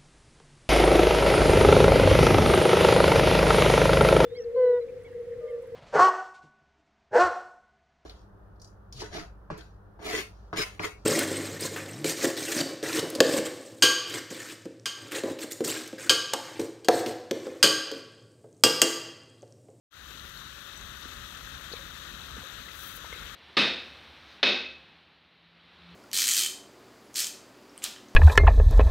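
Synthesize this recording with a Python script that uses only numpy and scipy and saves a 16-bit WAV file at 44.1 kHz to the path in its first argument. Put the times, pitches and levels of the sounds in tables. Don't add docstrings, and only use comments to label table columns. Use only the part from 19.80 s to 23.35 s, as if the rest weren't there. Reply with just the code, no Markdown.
import sys
import numpy as np
from scipy import signal
from scipy.fft import rfft, irfft
from scipy.io import wavfile
from scipy.ndimage import uniform_filter1d

SR = 44100
rng = np.random.default_rng(int(sys.argv[2]) if len(sys.argv) > 2 else 0)


def decibels_to_gain(level_db):
    exponent = np.asarray(level_db, float) / 20
    return 10 ** exponent


def transcribe(u):
    v = np.clip(np.atleast_2d(u).T, -1, 1)
    q = np.round(v * 32767).astype(np.int16)
    wavfile.write(sys.argv[1], SR, q)


N = 156555


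def evened(x):
    return x / np.sqrt(np.mean(x ** 2) + 1e-20)


def read(points, hz):
    f, value = np.transpose(points)
    return np.interp(np.log(hz + 1), np.log(f + 1), value)


def along(points):
    return np.interp(np.arange(N) / SR, *np.transpose(points))


def shape(x, gain):
    return irfft(rfft(x) * gain(np.fft.rfftfreq(N, 1 / SR)), N)


def add(mix, start_s, sound):
    part = mix[:, round(start_s * SR):][:, :sound.shape[1]]
    part += sound[:, :part.shape[1]]


def port(floor, peaks):
    def gain(hz):
        power = decibels_to_gain(read(floor, hz)) ** 2
        for f, width, db in peaks:
            power = power + decibels_to_gain(db) ** 2 / (1 + ((hz - f) / width) ** 2) ** 3
        return np.sqrt(SR / 2 * power)
    return gain


def patchy(x, patchy_db, flicker_db, count=10):
    z = signal.stft(x, nperseg=256, noverlap=192)[2]
    a = rng.standard_normal(z.shape[::-1]).T
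    patches = evened(uniform_filter1d(uniform_filter1d(a, 4, 0), 4 * count, 1))
    flicker = evened(uniform_filter1d(uniform_filter1d(a, 60, 0), count, 1))
    z = z * decibels_to_gain(patchy_db * patches + flicker_db * flicker)
    return evened(signal.istft(z, nperseg=256, noverlap=192)[1][:N])


def grains(per_s, spread_db, hz_low, hz_high, cycles):
    starts = rng.random(N) < per_s / SR
    size = decibels_to_gain(spread_db * np.minimum(rng.exponential(1, N), 4)) * starts
    kind, out = rng.integers(0, 24, N), np.zeros(N)
    for k, hz in enumerate(np.geomspace(hz_low, hz_high, 24)):
        turns = np.arange(0, 4 * cycles, hz / SR)
        burst = turns * np.exp(-2 * turns / cycles) * np.sin(2 * np.pi * turns) * hz ** 0.82
        out += signal.oaconvolve(size * (kind == k), burst)[:N]
    return evened(out)


def ring(db, hz, t60, splash):
    t, f = np.arange(4096) / SR, np.fft.rfftfreq(4096, 1 / SR)
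    blur = 1 + ((f / hz - 1) / 0.06) ** 2
    spray = evened(irfft(rfft(rng.standard_normal(4096)) / blur))
    body = (1 - splash) * np.sin(2 * np.pi * hz * t) + splash * spray
    rise = np.minimum(t / 0.0006, 1)
    return decibels_to_gain(db - 60 * t / t60) * rise * body


# pitch_hz, level_db (per Hz)
RAIN_COLOUR = [(300, -82), (800, -91), (2300, -92), (5150, -99.), (8000, -106.5), (10100, -100.),
               (14500, -99.), (16000, -97)]
# (per Hz, at the top)
OPEN_RESONANCES = [(1335, 288, -74.5), (1643, 536, -75), (2616, 270, -79.5), (3190, 460, -77.5),
                   (3730, 570, -74), (4540, 290, -85.5), (6000, 1180, -85), (6270, 3830, -89),
                   (10800, 300, -129), (12240, 1330, -88), (14800, 1500, -99.)]
# pitch_hz, level_db (per Hz)
COVERED_COLOUR = [(300, -90.), (850, -102.), (2800, -104.), (4300, -110.), (6200, -127.), (7700, -131.),
                  (9200, -121.), (14000, -118.)]
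# (per Hz, at the top)
COVERED_RESONANCES = [(1210, 160, -87), (1660, 400, -87.5), (2420, 170, -92), (3030, 130, -92),
                      (17000, 330, -110.)]
# pitch_hz, likeness (0-1)
RAIN_LIKENESS = [(300, 1), (520, 0.2), (750, 0.1), (1200, 0.6), (2000, 0.65), (3300, 0.27), (5500, 0.19)]


def rain():
    drop_share, lag_s = 0.22, 7e-5

    def field():
        hiss = np.sqrt(1 - drop_share) * rng.standard_normal(N)
        drops = np.sqrt(drop_share) * grains(2500, 1.5, 698, 18300, 1.07)
        return patchy(hiss + drops, 0.8, 0.39)

    def same(hz):
        return np.clip(read(RAIN_LIKENESS, hz), 0, 1)

    def finger(hz):
        dip = 1 - 0.7 / (1 + ((hz - 6600) / 1300) ** 4)
        return port(COVERED_COLOUR, COVERED_RESONANCES)(hz) * dip

    a, b = field(), field()
    shared = shape(a, lambda hz: same(hz) * np.exp(-2j * np.pi * hz * lag_s))
    own = shape(b, lambda hz: np.sqrt(1 - same(hz) ** 2))
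    left = shape(a, port(RAIN_COLOUR, OPEN_RESONANCES))
    left = shape(left, lambda hz: 1 - 0.3 / (1 + ((hz - 5200) / 170) ** 2))
    right = shape(shared + own, finger)
    return shape(np.array([left, right]), lambda hz: np.minimum(hz / 300, 1) ** 2)


# pitch_hz, level_db (per Hz)
WIND_COLOUR = [(22, -140), (36, -69), (50, -64.5), (72, -66), (90, -72.5), (170, -77.5), (350, -87.5),
               (700, -93.5)]
# time_s, level_db
GUST_CURVE = [(.3, -58.5), (.5, -55), (.91, -59.5), (1.02, -47), (1.2, -54.5), (1.35, -55.5), (1.43, -51),
              (1.53, -56), (1.69, -46.5), (1.82, -54), (2.07, -53.5), (2.25, -54), (2.45, -50.5),
              (2.6, -46), (2.7, -66), (2.8, -49.5), (2.88, -59.), (3.1, -52.5), (3.3, -52.5)]


def wind():
    likeness, turn_rad, lumpy_db = 0.99, 0.71, 0.5
    a, b = [patchy(x, lumpy_db, lumpy_db, count=30) for x in rng.standard_normal((2, N))]
    right = likeness * shape(a, lambda hz: np.exp(-1j * turn_rad)) + np.sqrt(1 - likeness ** 2) * b

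    def colour(hz):
        return port(WIND_COLOUR, [])(hz) * np.minimum(hz / 22, 1) ** 2 / (1 + (hz / 900) ** 4)

    air = shape(np.array([a, right]), colour)
    low = shape(air, lambda hz: 1 / (1 + (hz / 110) ** 4))
    gust_db = along(GUST_CURVE) + 50
    return low * decibels_to_gain(gust_db) + (air - low) * decibels_to_gain(0.16 * gust_db)


def hum():
    def waver(x):
        return evened(shape(x, lambda hz: 1 / (1 + (hz / 6) ** 2)))

    drift, swell = [waver(x) for x in rng.standard_normal((2, N))]
    pitch_hz = 565.3 + 4 * drift
    return decibels_to_gain(-65.5 + 0.5 * swell) * np.sin(2 * np.pi * np.cumsum(pitch_hz) / SR)


def large_drops(drops):
    out = np.zeros((2, N))
    sides = decibels_to_gain(np.array([[0], [-45]]))
    for start_s, db, hz, t60 in drops:
        turns = np.arange(4096) * hz / SR
        tick = decibels_to_gain(db - 8) * np.cos(2 * np.pi * turns) * np.exp(-turns / 0.44)
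        add(out, start_s, (ring(db, hz, t60, 0.35) + tick) * sides)
    return out


# start_s, level_db (peak), pitch_hz, ring_s (to fall 60 dB)
PORT_DRIPS = [(.396, -28., 4100, .012), (.396, -33., 5100, .01), (.4928, -34., 13500, .006),
              (.4928, -35., 11700, .007), (.4928, -36., 15200, .005), (.5735, -27., 4250, .018),
              (.5755, -34., 5100, .015), (.819, -31., 3570, .016), (.962, -41., 6000, .2),
              (.9749, -30., 6800, .011), (.9749, -33., 7900, .022), (.9749, -37., 10500, .005),
              (.9749, -36., 12800, .006), (.9749, -39., 15000, .005), (1.011, -33., 6500, .012),
              (1.287, -29., 3600, .012), (1.574, -36., 8400, .015), (1.574, -36., 7200, .012),
              (1.7495, -28., 3650, .013), (1.915, -31., 3800, .03), (1.922, -35., 4100, .04),
              (1.926, -39., 6200, .04), (1.9255, -33., 4600, .03), (1.9285, -27., 4300, .03),
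              (1.929, -37., 5200, .02), (1.932, -32., 4500, .02), (1.936, -31., 3900, .045),
              (1.938, -37., 6200, .025), (2.3255, -29., 3800, .014), (3.3262, -31., 3200, .012)]


def port_drips():
    return large_drops(PORT_DRIPS)


# start_s, level_db (peak), pitch_hz
POND_PLOPS = [(0.5629, -41, 1470), (0.62, -31, 1720), (1.0555, -34, 1760), (1.2259, -45, 1450),
              (1.442, -35, 1340), (1.611, -31.5, 1320), (1.6725, -25, 1540), (1.7224, -32, 1300),
              (1.8104, -31.5, 1600), (1.841, -34, 1430), (2.056, -41, 1240), (2.3496, -44, 1290),
              (2.5421, -41, 1290), (2.5571, -32, 1390), (2.6718, -39, 1530), (3.175, -32, 1540),
              (3.2181, -43, 1560)]


def pond_plops():
    return large_drops([(start_s, db + 1.5, hz, 0.015) for start_s, db, hz in POND_PLOPS])


# start_s, level_db (peak), pitch_hz
REED_TAPS = [(0.8059, -33, 3570), (1.0256, -35, 3800), (1.2259, -32, 3700), (1.4341, -43, 3950),
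             (1.4539, -38, 3280), (1.6679, -30, 3500), (1.9534, -39, 4030), (1.9664, -31, 3780),
             (2.1191, -40, 3730), (2.282, -36, 3820), (2.4084, -37, 3360), (2.4162, -35, 3860),
             (2.5521, -31, 3850), (2.6711, -35, 3700), (2.6993, -33.5, 3580), (2.7531, -38, 3670),
             (3.2151, -42, 3600), (3.3037, -36, 3200)]


def reed_taps():
    return large_drops([(start_s, db + 4, hz, 0.018) for start_s, db, hz in REED_TAPS])


# start_s, level_db (peak), pitch_hz, ring_s (to fall 60 dB), left_over_right_db
CASE_KNOCKS = [(1.011, -38.5, 1420, 0.035, 9), (1.256, -36.5, 292, 0.017, -12),
               (1.289, -36.5, 1370, 0.01, 16), (1.753, -42, 775, 0.014, 2), (1.9165, -33.5, 360, 0.018, 1),
               (1.9335, -41, 463, 0.05, -3), (1.9356, -36, 475, 0.03, 9), (1.9382, -26, 510, 0.0072, 4),
               (1.99, -45.5, 548, 0.1, -6), (2.03, -48, 540, 0.042, 0), (2.567, -41, 1400, .015, -4),
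               (2.58, -34, 1400, 0.011, -4), (2.63, -39., 1250, 0.016, -7), (2.635, -44., 536, 0.091, -3),
               (1.965, -39, 2330, .03, 1.5), (2.339, -36, 210, 0.025, -4), (2.567, -40, 454, 0.045, 5),
               (2.580, -33.5, 230, 0.04, -3), (2.592, -38, 1360, .015, -3), (2.606, -35, 1430, .015, -1.5),
               (2.618, -35.5, 1200, 0.012, 4), (2.858, -41, 1770, 0.063, 3), (2.885, -38, 2040, 0.028, 11),
               (3.177, -44., 490, 0.032, 4), (3.246, -38, 953, 0.035, 2), (3.244, -32.5, 574, 0.0084, 1.5),
               (3.3265, -33.5, 470, 0.023, 2.5), (3.3265, -33.5, 2116, 0.094, 8),
               (3.331, -39.5, 2120, 0.054, 4), (3.3265, -34, 1080, .012, 0), (3.329, -42, 1500, 0.035, -6),
               (3.361, -39.5, 463, 0.026, -4)]


def knocks():
    out, t = np.zeros((2, N)), np.arange(4096) / SR
    tick = (1 - t / 0.0002) * np.exp(-t / 0.0002)
    for start_s, db, hz, t60, pan_db in CASE_KNOCKS:
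        sides = decibels_to_gain(np.array([[pan_db / 2], [-pan_db / 2]]))
        add(out, start_s, (ring(db, hz, t60, 0.11) + decibels_to_gain(db - 9) * tick) * sides)
    return np.array([out[0], shape(out[1], lambda hz: 1 / (1 + (hz / 4300) ** 8))])


# time_s, level_db
GRIP_PRESSURE = [(1.1, -80.), (1.27, -68.), (1.4, -80.), (1.68, -76.), (1.78, -65.), (1.88, -67.),
                 (1.95, -54.), (2.1, -70.), (2.4, -70.), (2.48, -58.), (2.55, -64.), (2.62, -54.),
                 (2.7, -64.), (2.88, -59.), (3.0, -74.), (3.31, -64.), (3.34, -51.), (3.39, -51.),
                 (3.43, -46.), (3.47, -48.), (3.52, -56.)]
# pitch_hz, level_db
GRIP_COLOUR = [(200, -16.), (500, -6.), (800, -15.), (1400, -.5), (2200, -1.5), (2900, -12.), (4000, -15.),
               (5800, -62.)]


def finger_creep():
    def slipping():
        slips = grains(900, 0.45, 223.3, 4190, 4.5)
        return patchy(slips + 1.5 * rng.standard_normal(N), 1.9, 1.1)

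    a, b = slipping(), slipping()
    creep = evened(shape(np.array([a + 1.2 * b, a]), lambda hz: decibels_to_gain(read(GRIP_COLOUR, hz))))
    return creep * decibels_to_gain(along(GRIP_PRESSURE))


# time_s, level_db
SWISH_STROKE = [(2.89, -30.), (2.93, -12.), (2.99, -6.), (3.03, .5), (3.045, 0.), (3.055, -4.), (3.072, 1.),
                (3.095, -4.), (3.13, -9.), (3.15, -6.), (3.161, 2.5), (3.176, -3.), (3.19, -30.)]
# pitch_hz, level_db
SWISH_LEFT_COLOUR = [(7000, -20.), (8600, -9.), (9900, -15.), (10500, -3.), (11000, -9.), (12000, -2.5),
                     (13600, -12.), (15300, -4.)]
# pitch_hz, level_db
SWISH_RIGHT_COLOUR = [(8000, -60.), (9300, -13), (13500, -21), (14800, 5), (15600, -7)]
SWISH_LEVELS = [-40, -53]


def sleeve_swish():
    def brushed(db, colour):
        noise = patchy(rng.standard_normal(N), 1.6, 1.2, count=5)
        return decibels_to_gain(db) * evened(shape(noise, lambda hz: decibels_to_gain(read(colour, hz))))

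    colours = (SWISH_LEFT_COLOUR, SWISH_RIGHT_COLOUR)
    swish = np.array([brushed(db, colour) for db, colour in zip(SWISH_LEVELS, colours)])
    t = np.arange(N) / SR
    touching = (t > SWISH_STROKE[0][0]) * (t < SWISH_STROKE[-1][0])
    return swish * decibels_to_gain(along(SWISH_STROKE)) * touching


def scene():
    weather = rain() + wind() + hum()
    drops = port_drips() + pond_plops() + reed_taps()
    hand = knocks() + finger_creep() + sleeve_swish()
    return weather + drops + hand


def roll_off(x):
    return signal.sosfilt(signal.butter(12, 16400, fs=SR, output="sos"), x)


# time_s, level_db
RECORDER_GAIN = [
    (.104, -53),
    (.112, -24),
    (.13, -11),
    (.17, -6.),
    (.3, -2),
    (.9, -2),
    (1.3, -0.58),
    (3.55, -0.55),
]


def record(dry):
    opened = np.arange(N) / SR > RECORDER_GAIN[0][0]
    edged = shape(dry, lambda hz: hz < 15745)
    finished = edged * decibels_to_gain(along(RECORDER_GAIN)) * opened
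    return roll_off(finished)


dry = scene()
out = record(dry)
transcribe(out)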